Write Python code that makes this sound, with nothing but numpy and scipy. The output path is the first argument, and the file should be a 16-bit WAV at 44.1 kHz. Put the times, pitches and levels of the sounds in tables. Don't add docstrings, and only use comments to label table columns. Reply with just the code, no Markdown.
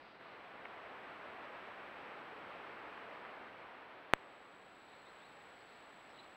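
import sys
import numpy as np
from scipy import signal
from scipy.fft import rfft, irfft
from scipy.io import wavfile

SR = 44100
rng = np.random.default_rng(int(sys.argv[2]) if len(sys.argv) > 2 else 0)


def dump_mix(stems):
    frames = np.atleast_2d(stems).T
    limited = np.clip(frames, -1, 1)
    pcm = np.round(limited * 32767).astype(np.int16)
    wavfile.write(sys.argv[1], SR, pcm)


N = 280476
TIME = np.arange(N) / SR

# (frequency [Hz], relative level [dB])
TREE_WIND_COLOUR = [(20, -27), (60, -17.5), (150, -10.5), (400, -1.5), (700, 0), (1250, -1), (2450, -7.5),
                    (3300, -16), (4000, -22), (5500, -35.5), (7500, -51), (12000, -58)]
# (frequency [Hz], relative level [dB])
OPEN_WIND_COLOUR = [(20, -19), (100, -10), (250, -3.5), (700, 0.5), (1500, -2.5), (2300, -6), (3200, -12),
                    (4200, -15.5), (5300, -30.5), (7000, -45), (12000, -61)]
# (middle time [s], length [s], centre pitch [Hz], level [dB])
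TWITTER_PHRASES = [(0.06, 0.3, 4700, -78.5), (0.28, 0.32, 4160, -79), (4.97, 0.55, 4120, -80),
                   (5.7, 0.45, 4340, -79), (6.11, 0.08, 5050, -81), (6.19, .06, 2930, -69.5),
                   (6.205, .025, 3550, -68), (6.2, 0.18, 3980, -73)]
# (time [s], level before filtering [dB], pitch [Hz])
DRY_TICKS = [(.6529, -34, 2390), (.6538, -36.5, 2400), (.656, -29.5, 2000), (2.0932, -39, 1500),
             (2.9766, -33, 1600), (3.2505, -32, 1600)]
# (time [s], length [s], start pitch [Hz], end pitch [Hz], level [dB], rasp [share of pitch])
BIRD_CALLS = [(4.793, .03, 3420, 4000, -76, .02), (4.88, 0.033, 3600, 4000, -74.5, .016),
              (4.928, .02, 3800, 4000, -70, .035), (5.052, .056, 3520, 4370, -71.3, .014),
              (5.197, .088, 3320, 4550, -70.8, .014), (5.345, .055, 575, 557, -65.5, 0.024),
              (5.345, 0.072, 815, 830, -65.5, .02), (5.603, .02, 4500, 4850, -75, .04),
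              (5.742, .025, 4950, 5200, -81, .02), (6.137, .018, 4100, 3940, -73, .05),
              (6.186, 0.021, 3880, 4100, -59, 0.025)]
# (delay [s], level [dB])
HEDGE_ECHOES = [(.011, -17), (.031, -24), (.054, -18)]

TO_LAWN_S, TO_MEADOW_S, DISSOLVE_S = 0.087, 4.095, 2.02
LAWN_ENTERS_S, LAWN_ATTACK_S = 0.196, 0.023
WHINE_HZ, CYCLES_PER_FIELD, FIELD_START_S = 7796.3, 131, 5.4224
FAINT_WHINE_DB, STRONG_WHINE_DB = -92.5, -79
CLICK_S = 4.136293


def from_db(db):
    return 10 ** (np.asarray(db) / 20)


def unit_rms(x):
    return x / np.sqrt(np.mean(x ** 2) + 1e-20)


def one_pole(x, hz, kind):
    return signal.sosfilt(signal.butter(1, hz, kind, fs=SR, output="sos"), x)


def ramp(middle_s, length_s):
    return np.clip(.5 + (TIME - middle_s) / length_s, 0, 1)


def drift(rate_hz):
    hz = np.arange(N // 2 + 1) * SR / N
    return unit_rms(irfft(rfft(rng.standard_normal(N)) / (1 + (hz / rate_hz) ** 2), N))


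def coloured_noise(colour):
    hz = np.maximum(np.arange(N // 2 + 1) * SR / N, 1)
    points_hz, points_db = np.transpose(colour)
    gain = from_db(np.interp(np.log(hz), np.log(points_hz), points_db))
    return unit_rms(irfft(rfft(rng.standard_normal(N)) * gain, N))


def place_faders():
    to_lawn, to_meadow = ramp(TO_LAWN_S, DISSOLVE_S), ramp(TO_MEADOW_S, DISSOLVE_S)
    at_lawn = to_lawn * (1 - to_meadow) * ramp(LAWN_ENTERS_S, LAWN_ATTACK_S)
    return 1 - to_lawn, at_lawn, to_meadow


def wind(colour, level_db, eddy_db, flutter_db, split_hz):
    rush = coloured_noise(colour)
    lows = one_pole(rush, split_hz, "low")
    sway = from_db(eddy_db * drift(4.1))
    flutter = from_db(flutter_db * drift(13))
    return from_db(level_db) * (lows * sway + (rush - lows) * flutter)


def amplifier_hiss(level_db):
    return from_db(level_db) * rng.standard_normal(N)


def circuit_whine(faint_fader, strong_fader, lopsided, octave_db, buzz_db):
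    faint_gain = from_db(FAINT_WHINE_DB) * faint_fader
    strong_gain = from_db(STRONG_WHINE_DB) * strong_fader ** 1.5 * (TIME > CLICK_S)
    phase = 2 * np.pi * WHINE_HZ * (TIME - FIELD_START_S)
    polarity = np.clip(2 * CYCLES_PER_FIELD * np.sin(phase / (2 * CYCLES_PER_FIELD)), -1, 1)
    wavering = polarity * np.sin(phase + .35 * drift(25))
    octave = lopsided * from_db(octave_db) * np.sin(2 * phase)
    steady = (polarity + lopsided) * np.sin(phase) + octave
    whine = np.sqrt(2) * (faint_gain * wavering + strong_gain * steady)
    buzz = signal.sosfiltfilt(signal.butter(4, 6800, fs=SR, output="sos"), np.gradient(polarity))
    return whine + (faint_gain + strong_gain) * from_db(buzz_db) * buzz


def far_twitter(width_share):
    out = np.zeros(N)
    for middle_s, length_s, hz, level_db in TWITTER_PHRASES:
        phase, width_hz = 2 * np.pi * hz * TIME, width_share * hz
        band = drift(width_hz) * np.sin(phase) + drift(width_hz) * np.cos(phase)
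        swell = np.sin(np.pi * ramp(middle_s, length_s))
        out += from_db(level_db) * swell * band
    return out


def ticks(t60_s, band_hz):
    out = np.zeros(N)
    for start_s, level_db, hz in DRY_TICKS:
        age = np.clip(TIME - start_s, 0, 10 * t60_s)
        out += from_db(level_db - 60 * age / t60_s) * np.sin(2 * np.pi * hz * age)
    return signal.sosfilt(signal.butter(6, band_hz, "band", fs=SR, output="sos"), out)


def electrical_click(drive_db, up_s, down_s, smooth_hz, coupling_hz):
    up, down, back = (ramp(CLICK_S + delay, 1 / SR) for delay in (0, up_s, up_s + down_s))
    rounded = one_pole(up - 2 * down + back, smooth_hz, "low")
    return from_db(drive_db) * one_pole(rounded, coupling_hz, "high")


def bird_calls(waver_hz):
    calls, waver = np.zeros(N), drift(waver_hz)
    for start_s, length_s, start_hz, end_hz, level_db, rasp in BIRD_CALLS:
        progress = np.clip((TIME - start_s) / length_s, 0, 1)
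        glide_hz = start_hz + (end_hz - start_hz) * progress ** 1.35
        phase = 2 * np.pi * np.cumsum(glide_hz * (1 + rasp * waver)) / SR
        envelope = np.sqrt(2 * np.abs(np.sin(np.pi * progress)))
        calls += from_db(level_db) * envelope * np.sin(phase)
    echoes = sum(from_db(db) * np.interp(TIME - delay, TIME, calls, left=0) for delay, db in HEDGE_ECHOES)
    return calls + echoes


def scene():
    at_grass, at_lawn, at_meadow = place_faders()
    mix = at_grass * wind(OPEN_WIND_COLOUR, level_db=-52.5, eddy_db=2.5, flutter_db=-.9, split_hz=360)
    mix += at_lawn * wind(TREE_WIND_COLOUR, level_db=-51, eddy_db=.5, flutter_db=.33, split_hz=590)
    mix += at_meadow * wind(OPEN_WIND_COLOUR, level_db=-58, eddy_db=.5, flutter_db=.3, split_hz=370)
    before_meadow = np.hypot(at_grass, at_lawn)
    mix += np.hypot(before_meadow, at_meadow) * amplifier_hiss(level_db=-87)
    mix += circuit_whine(before_meadow, at_meadow, lopsided=.25, octave_db=-6, buzz_db=19)
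    mix += far_twitter(width_share=.07)
    mix += ticks(t60_s=.0031, band_hz=(750, 3000))
    mix += electrical_click(drive_db=-1.9, up_s=.000163, down_s=.000243, smooth_hz=980, coupling_hz=19)
    mix += bird_calls(waver_hz=300)
    return mix[None]


def record(dry):
    clipped = np.clip(dry, -.352, .352)
    return signal.sosfilt(signal.ellip(10, .1, 70, 16600, fs=SR, output="sos"), clipped)


dry = scene()
out = record(dry)
dump_mix(out)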